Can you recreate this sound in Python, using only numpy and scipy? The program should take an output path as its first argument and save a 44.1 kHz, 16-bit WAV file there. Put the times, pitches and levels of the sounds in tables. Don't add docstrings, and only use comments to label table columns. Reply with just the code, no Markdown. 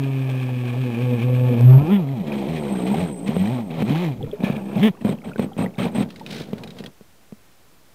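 import sys
import numpy as np
from scipy import signal
from scipy.fft import rfft, irfft
from scipy.io import wavfile
from scipy.ndimage import uniform_filter1d

SR = 44100
rng = np.random.default_rng(int(sys.argv[2]) if len(sys.argv) > 2 else 0)


def pcm_store(signal):
    levels = np.round(np.clip(np.atleast_2d(signal), -1, 1) * 32767)
    wavfile.write(sys.argv[1], SR, levels.astype(np.int16).T)


N = 350233
TIME = np.arange(N) / SR

# time in seconds, turns per second.
SPEED = [(0.0, 137), (0.74, 121), (0.81, 131), (0.95, 113.7), (1.03, 126), (1.149, 121.7), (1.2, 112.6),
         (1.25, 125.4), (1.5, 124.8), (1.561, 116), (1.67, 125.4), (1.771, 132.6), (1.82, 147), (1.87, 159),
         (1.929, 210), (1.989, 191), (2.05, 136), (2.13, 137), (2.25, 75), (2.446, 65.5), (2.52, 82.6),
         (2.72, 66), (2.81, 60.2), (2.926, 66.4), (3.019, 95), (3.129, 66), (3.2, 52.5), (3.399, 91.5),
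         (3.468, 105), (3.531, 131.6), (3.621, 112), (3.705, 79.7), (3.82, 81), (3.9, 136), (4.027, 185),
         (4.143, 117), (4.384, 58), (4.55, 75), (4.62, 63.7), (4.75, 70), (4.8, 141), (4.825, 203),
         (4.871, 227), (4.899, 186), (4.931, 130)]
# time in seconds, effort in dB.
EFFORT = [(0.0, -34), (1.1, -32), (1.87, -34), (1.93, -28.5), (2.03, -38.5), (2.199, -41.5), (2.33, -32),
          (2.75, -33.5), (2.95, -28), (3.12, -37.5), (3.16, -44.5), (3.258, -38), (3.268, -29.5),
          (3.31, -32), (3.59, -34.5), (3.65, -46.5), (3.695, -42), (3.71, -34), (3.76, -35), (3.812, -25.5),
          (3.84, -39.5), (3.9, -28), (4.06, -31), (4.17, -49), (4.395, -41.5), (4.41, -36), (4.449, -26.5),
          (4.56, -32.5), (4.649, -41), (4.77, -32.5), (4.821, -31.5), (4.835, -20.5), (4.886, -26),
          (4.9, -42), (5.0, -61)]
# time in seconds, level in dB.
WHISTLE_LEVEL = [(0, -67), (1.79, -63), (2.04, -73.5), (2.73, -49.5), (3.49, -51), (3.72, -69), (3.83, -60),
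                 (4.11, -68), (4.16, -82), (4.385, -82), (4.41, -65), (4.87, -60), (4.92, -82)]
# pitch in Hz, level in dB, time in seconds to fade by 60 dB.
HULL_MODES = [(211, 8, 0.047), (414, -4, 0.021), (535, -36, 0.0096)]
# time in seconds, lapping on the hull in dB, servo whirr in dB.
DRIFT_IN = [(6.078, -68, -51), (6.14, -55, -57), (6.258, -44.5, -59), (6.313, -35.5, -33.5),
            (6.42, -35.5, -38), (6.46, -45, -52.5), (6.64, -37.5, -62), (6.75, -53, -59), (6.8, -44, -43),
            (6.88, -42, -88), (7.0, -94, -66)]

SURFACES_S = 1.5
DUNKED_FROM_S, DUNKED_UNTIL_S = 4.3, 4.8
DRIPS_FROM_S, DRIPS_UNTIL_S = 4.1, 6.9
USUAL_EFFORT_DB = -35
RASP_FROM_PER_S = 189


def from_db(db):
    return 10 ** (np.asarray(db) / 20)


def rms_one(x):
    return x / np.sqrt(np.mean(x ** 2) + 1e-20)


def in_time(rows):
    s, *columns = np.transpose(rows)
    return [np.interp(TIME, s, column) for column in columns]


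def during(start, end, edge_s):
    return np.clip(np.minimum(TIME - start, end - TIME) / edge_s, 0, 1)


def drift(rate_hz):
    r = np.exp(-32 * np.pi * rate_hz / SR)
    slow = signal.lfilter([1], [1, -2 * r, r * r], rng.standard_normal(N // 16 + 3002))
    slow = slow[3000:]
    return np.interp(np.arange(N) / 16, np.arange(len(slow)), rms_one(slow))


def colour(x, spectrum):
    hz, level_db = np.transpose(spectrum)
    grid = np.linspace(0, SR / 2, 2049)
    gain = from_db(np.interp(np.log(grid + 1), np.log(hz), level_db))
    cepstrum = irfft(np.log(gain))
    cepstrum[1:2048] *= 2
    cepstrum[2049:] = 0
    response = irfft(np.exp(rfft(cepstrum)))
    return rms_one(signal.fftconvolve(x, response)[:N])


def ring(clicks, hz, t60):
    r, w = from_db(-60 / (t60 * SR)), 2 * np.pi * hz / SR
    return signal.lfilter([0, np.sin(w)], [1, -2 * r * np.cos(w), r * r], clicks + 1e-18)


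def grains(per_s, spread_db):
    sizes = from_db(spread_db * np.minimum(rng.exponential(1, N), 4)) * rng.choice([-1, 1], N)
    return sizes * (rng.random(N) < per_s / SR)


def firm(x):
    return signal.sosfilt(signal.butter(3, 125, "high", fs=SR, output="sos"), x)


def case(x):
    # pitch in Hz, level under water in dB, level in air in dB (both per Hz).
    case_tones = [(650, -53.5, -25.5), (1090, 0, -2.5), (1450, -10.5, -9), (1710, 1.5, -4),
                  (1950, -10.5, -1), (2450, 6.5, 3), (2760, -4, -5), (3250, -5, -.5), (3600, -9, -7),
                  (3950, -13, -5), (4700, -19, -17), (7600, -26, -22), (16700, -120, -120)]
    hz, under_db, air_db = np.transpose(case_tones)
    wet = during(-1, SURFACES_S + .55, .1) + during(DUNKED_FROM_S, DUNKED_UNTIL_S, .03)
    under = colour(x, np.transpose([hz, under_db]))
    in_air = colour(x, np.transpose([hz, air_db]))
    return wet * under + (1 - wet) * in_air


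def blip_gain(column, fade_s, rise_s):
    # start in seconds, end in seconds, strength on the hull in dB, strength of the churn in dB.
    blip_rows = [(5.005, 5.019, -31.5, -42), (5.043, 5.123, -23, -31), (5.24, 5.297, -31, -37),
                 (5.376, 5.443, -23.5, -32.5), (5.575, 5.643, -20, -29.5), (5.78, 5.861, -20.5, -25.5),
                 (5.915, 5.943, -34, -43), (5.946, 6.019, -20.5, -27)]
    total = np.zeros(N)
    for row in blip_rows:
        fade = np.exp(-np.maximum(TIME - row[1], 0) / fade_s)
        total += from_db(row[column]) * during(row[0], N / SR, rise_s) * fade
    return total


def racing_share(speed):
    return np.clip((speed - RASP_FROM_PER_S) / 12, 0, 1)


def heaves():
    # middle in seconds, length (spread of the bell shape) in seconds, level in dB.
    wave_rows = [(1.83, 0.028, -25), (4.233, 0.055, -28)]
    deep = colour(rng.standard_normal(N), [(12, -14.5), (40, -26.0), (130, -6.5), (500, -24.5), (900, -76)])
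    return deep * sum(from_db(db) * np.exp(-.5 * ((TIME - s) / length) ** 2) for s, length, db in wave_rows)


def lapping():
    stir_db = -46
    slops = grains(151.5, spread_db=5.0) + 0.27 * rng.standard_normal(N)
    body = sum(from_db(.25 * db) * ring(slops, hz, .45 * t60) for hz, db, t60 in HULL_MODES)
    gain = from_db(in_time(DRIFT_IN)[0]) * during(DRIFT_IN[0][0], DRIFT_IN[-1][0], 0.017)
    gain += from_db(stir_db) * during(DRIPS_FROM_S, DRIPS_UNTIL_S, 0.017)
    return gain * rms_one(firm(body))


def gulps():
    # start in seconds, strength in dB, starting pitch in Hz (raised by one percent).
    pockets = [(2.32, -19, 2427), (2.94, -12, 770.6), (3.709, -28, 2577), (4.207, -26.5, 769),
               (4.228, -26.5, 3300), (4.233, -18.5, 462), (4.314, -29, 3280), (4.328, -14.5, 409.2),
               (4.33, -23, 565.4), (5.316, -28, 1404), (5.334, -31, 2460), (5.359, -25.5, 1500),
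               (5.516, -29.5, 776), (5.533, -35, 3170), (5.661, -20, 1930), (6.211, -25, 873)]
    out, t = np.zeros(N), np.arange(SR // 10) / SR
    for s, strength_db, hz in pockets:
        i = int(s * SR)
        shape = np.minimum(t * hz / 2.9, 1) * from_db(strength_db - 60 * t * hz / 35)
        out[i:i + len(t)] += shape * np.sin(2 * np.pi * hz * t * (1.01 + 0.00043 * hz * t))
    return out


def drips(effort_db):
    drip_gain, drips_per_s = from_db(-46), 70
    spray_gain, spray_per_s = from_db(-8.5), 220
    shut = (in_time(WHISTLE_LEVEL)[0] < -76) * during(DRIPS_FROM_S, DRIPS_UNTIL_S, .01)
    flung = from_db(effort_db) * during(SURFACES_S + .55, DUNKED_UNTIL_S, .05)
    flung += blip_gain(column=3, fade_s=.02, rise_s=.003)
    level = np.maximum(drip_gain * shut, spray_gain * flung)
    per_s = np.where(level > drip_gain, spray_per_s, drips_per_s)
    sizes = level * from_db(4 * np.minimum(rng.exponential(1, N), 3))
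    born = rng.random(N) < per_s * from_db(5 * drift(4)) / SR
    pitches, dealt = np.geomspace(800, 3700, 10), rng.integers(0, 10, N)
    out = np.zeros(N)
    for k, hz in enumerate(pitches):
        drops = sizes * born * (dealt == k)
        first_ring = ring(drops, hz, 26 / hz) * hz / SR
        out += ring(first_ring, hz, 10 / hz)
    return out


def servo():
    # start in seconds, strength in dB, pitch in Hz.
    jolts = [(6.103, -32.5, 2670), (6.1598, -33, 2130), (6.196, -34, 1890), (6.263, -24.5, 2490),
             (6.581, -32, 1470), (6.6358, -25.5, 2460), (6.675, -32, 3820), (6.705, -31, 3850),
             (6.7862, -31, 3200), (6.839, -28.5, 1850), (6.861, -25.5, 3280)]
    pulse_hz = 54.5
    noise = colour(rng.standard_normal(N), [(700, -41), (1500, 1.5), (4000, 4.0), (7000, -12.0), (15000, -23)])
    pulsing = np.exp(.4 * (np.cos(2 * np.pi * pulse_hz * (TIME - jolts[1][0] - .004)) - 1))
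    whirr_gain = from_db(in_time(DRIFT_IN)[1] - 0.5) * during(DRIFT_IN[0][0], DRIFT_IN[-1][0], 0.012)
    out = whirr_gain * pulsing * noise
    t = np.arange(int(0.055 * SR)) / SR
    for s, strength_db, hz in jolts:
        i = int(s * SR)
        tone = .5 * np.sin(2 * np.pi * hz * t) * np.exp(-t / .004)
        puff = .3 * noise[i:i + len(t)] * np.exp(-t / .006)
        out[i:i + len(t)] += from_db(strength_db) * (tone + puff) * np.minimum(t / 0.00023, 1)
    return out


def knocks():
    # time in seconds, strength in dB, extra for the upper modes and the crack in dB.
    knock_rows = [(3.289, -14, -2), (3.366, -17, 14), (3.823, -13, 10), (3.9, -13, -4),
                  (4.405, -22.5, 10.5), (4.437, -11.5, -1), (4.5, -12, 5), (5.049, -11, 1.5),
                  (5.092, -15, 8.5), (5.359, -31.5, 16.5), (5.395, -11.5, 10.5), (5.567, -24, 7),
                  (5.784, -21, -2), (5.854, -19, 13), (6.007, -14.5, 6), (6.532, -19, 13),
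                  (6.805, -34, 19.5), (7.01, -38, 13.5), (7.324, -29, 4)]
    s, strength_db, upper_db = np.transpose(knock_rows)
    at = (s * SR).astype(int)
    chance = rng.standard_normal((len(s), len(HULL_MODES)))
    body = np.zeros(N)
    for k, (hz, db, t60) in enumerate(HULL_MODES):
        clicks = np.zeros(N)
        clicks[at] = from_db(strength_db + db + (k > 0) * upper_db - 3.5 + 1.8 * chance[:, k])
        body += ring(clicks, hz, t60)
    cracks = np.zeros(N)
    cracks[at] = from_db(strength_db + 0.8 * upper_db - 31.0)
    crack_gain = signal.lfilter([1], [1, -np.exp(-1 / (0.006 * SR))], cracks + 1e-18)
    return firm(body) + crack_gain * case(rng.standard_normal(N))


def beating():
    turns = np.cumsum(66 * from_db(1.9 * drift(25.0))) / SR
    blows = np.diff(np.floor(turns), prepend=0) * from_db(2.4 * rng.standard_normal(N))
    push = blows + 0.041 * rng.standard_normal(N)
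    body = firm(sum(from_db(db) * ring(push, hz, 0.75 * t60) for hz, db, t60 in HULL_MODES))
    even = body / np.sqrt(uniform_filter1d(body ** 2, size=4000))
    return blip_gain(column=2, fade_s=0.033, rise_s=0.016) * even


def whistle(phase):
    whistle_hz, blip_db = 8120, -28.5
    gain = from_db(in_time(WHISTLE_LEVEL)[0]) * during(-1, 4.9, 0.0068)
    gain += from_db(blip_db) * blip_gain(column=2, fade_s=0.009, rise_s=0.0018)
    swell_depth = np.where(TIME < SURFACES_S, .9, .35)
    swell = 1 + swell_depth * np.cos(phase + 0.5 * drift(22.0))
    tone = np.sin(2 * np.pi * whistle_hz * TIME + .4 * drift(30))
    return np.sqrt(2) * gain * from_db(2.4 * drift(22.0)) * swell * tone


def churn(speed, effort_db):
    # pitch in Hz, level in dB per Hz.
    froth_spectrum = [(100, -30), (220, -6), (600, 0), (850, -4), (1100, -14), (2000, -33), (7000, -48)]
    submerged_db, racing_db = -5.5, -3
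    froth = rng.standard_normal(N) * from_db(2.5 * drift(30)) + grains(300, spread_db=3.5)
    gain = from_db(effort_db) * during(-1, EFFORT[-1][0], 0.017)
    gain += blip_gain(column=3, fade_s=0.024, rise_s=0.008)
    water = colour(froth, froth_spectrum) * gain
    water *= from_db(submerged_db * during(-1, SURFACES_S, 0.055))
    return from_db(-3.5) * water * from_db(racing_db * racing_share(speed))


def rattle(phase, speed, effort_db):
    # pitch in Hz, level in dB per Hz.
    slam_spectrum = [(700, -30), (1100, -10), (1440, -20), (1770, 0), (2650, -4), (3400, 0), (4150, -25),
                     (8000, -31), (16000, -60)]
    usual_db, db_per_octave = -44.5, 5
    follows, blip_db = 1.254, -13
    level_db = usual_db + follows * (effort_db - USUAL_EFFORT_DB) + db_per_octave * np.log2(speed / 100)
    gain = from_db(level_db) * during(-1, EFFORT[-1][0], 0.017)
    gain += from_db(blip_db) * blip_gain(column=3, fade_s=0.017, rise_s=.005)
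    sharpness = np.clip((speed - 110) / 30, .12, 4)
    each_turn = np.exp(sharpness * (np.cos(phase - 1.2) - 1)) * np.sqrt(1 + 0.14 * sharpness)
    loose = rng.standard_normal(N) * from_db(3.2 * drift(40)) + .8 * grains(400, spread_db=3.5)
    least_hard = np.where(TIME < SURFACES_S, .45, .38)
    hard = np.clip((speed - RASP_FROM_PER_S) / 12, least_hard, .62)
    blows = np.diff(np.floor((phase + 1.209) / (2 * np.pi)), prepend=0)
    slaps = blows * np.sqrt(SR / speed) * from_db(-4 + 2.0 * drift(79.0))
    play = (1 - hard) * rms_one(each_turn * loose) + hard * slaps
    racing = racing_share(speed)
    return gain * ((1 - racing) * case(play) + racing * colour(play, slam_spectrum))


def drone(phase, speed, effort_db):
    # pitch in Hz, level in dB.
    hull_pass = [(60, -29), (110, -24), (190, 9.5), (260, -1), (420, -4.5), (570, -12), (810, -10),
                 (1050, -18.5), (1400, -24), (1900, -58)]
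    # turns per second, level in dB.
    unbalance = [(60, -74), (70, -65.5), (90, -49.5), (110, -35.5), (132, -21.5), (150, -18.5),
                 (190, -18.5), (224, -14)]
    # time in seconds, change of the unbalance tone in dB, change of the overtones in dB.
    boom = [(0, -2.5, -3.5), (.7, 2.5, -17.5), (.93, 0.5, -5.5), (1.04, 5, -4.5), (1.45, 9.5, -1.5),
            (1.56, 8, 0), (1.66, 20.5, 3.5), (1.775, 16, 12), (1.81, -1, 7.5), (1.87, -7.5, 8.5),
            (1.93, 4.5, 11.5), (2.05, -4.5, 1.5), (2.53, 17.5, 5), (2.94, 12.5, 4), (3.4, 11, 1.5),
            (3.55, -1.5, 6.5), (3.8, 2, 0), (4.03, -6, 5), (4.5, 17, -4.5), (4.8, 0, 3), (4.85, 1.5, 8),
            (4.885, -5.5, 9.5), (4.905, 4, -2)]
    overtone_bias = [4.5, -2, -3.5, 1, -4, 3.5, -6, 1, -9.5, -8.5, -6.5, -4, -4]
    flooded_hz, flooded_width_hz, flooded_db = 490, 32, 23
    hz, pass_db = np.transpose(hull_pass)
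    extra_db = effort_db - USUAL_EFFORT_DB
    tone_db, over_db = in_time(boom)
    first_db = np.interp(speed, *np.transpose(unbalance)) + tone_db + 0.25 * extra_db
    low_db = -35 + 0.64 * extra_db + 0.32 * over_db
    high_db = -39 + 0.63 * extra_db + over_db
    wobble = np.where(TIME < SURFACES_S, .08, .25)
    out = from_db(first_db + .5 * drift(30.0)) * np.cos(phase)
    for k, bias_db in enumerate(overtone_bias, 2):
        level_db = (low_db if k < 4 else high_db) + np.interp(np.log(k * speed), np.log(hz), pass_db)
        unrest = rng.uniform(0, 1.2) + wobble * np.sqrt(k) * drift(14)
        unsteady = from_db(3 * drift(28)) * np.cos(k * phase + unrest)
        off_peak = (k * speed - flooded_hz) / flooded_width_hz
        resonance_db = flooded_db * (TIME < SURFACES_S + .11) / (1 + off_peak ** 2)
        out += from_db(level_db + bias_db + resonance_db) * unsteady
    powered = np.clip((in_time(WHISTLE_LEVEL)[0] + 81) / 5, 0, 1)
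    return np.sqrt(2) * powered * out * during(-1, SPEED[-1][0], 0.04)


def scene():
    (speed,), (effort_db,) = in_time(SPEED), in_time(EFFORT)
    speed[TIME > SPEED[-1][0]] = 96
    phase = 2 * np.pi * np.cumsum(speed) / SR
    water = heaves() + lapping() + gulps() + drips(effort_db) + churn(speed, effort_db)
    hull = knocks() + beating()
    motor = whistle(phase) + rattle(phase, speed, effort_db) + drone(phase, speed, effort_db)
    return (water + servo() + hull + motor)[None]


def record(dry):
    # pitch in Hz, level in dB per Hz.
    hiss_spectrum = [(18, -42), (30, -11.5), (81, -8), (4080, -26), (10800, -30.5), (16000, -30)]
    clip, hiss_db, mirror_hz, cutoff_hz = .665, -55.5, 12096, 15800
    dry = np.clip(dry, -clip, clip)
    smooth = 1 / (.12 * SR)
    loud = signal.lfilter([smooth], [1, smooth - 1], dry ** 2)
    ducking = (1 + loud / from_db(-53)) ** 0.092
    hiss = from_db(hiss_db) * colour(rng.standard_normal(N), hiss_spectrum) / ducking
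    band = signal.sosfilt(signal.butter(4, [90, 4200], "band", fs=SR, output="sos"), dry)
    slope = signal.lfilter([1, -.975], [1], band)
    mirrored = from_db(-8) * slope * np.cos(2 * np.pi * mirror_hz * TIME)
    wet = dry + hiss + mirrored + 0.0023
    return signal.sosfilt(signal.cheby2(20, 60, cutoff_hz + 200, fs=SR, output="sos"), wet)


dry = scene()
out = record(dry)
pcm_store(out)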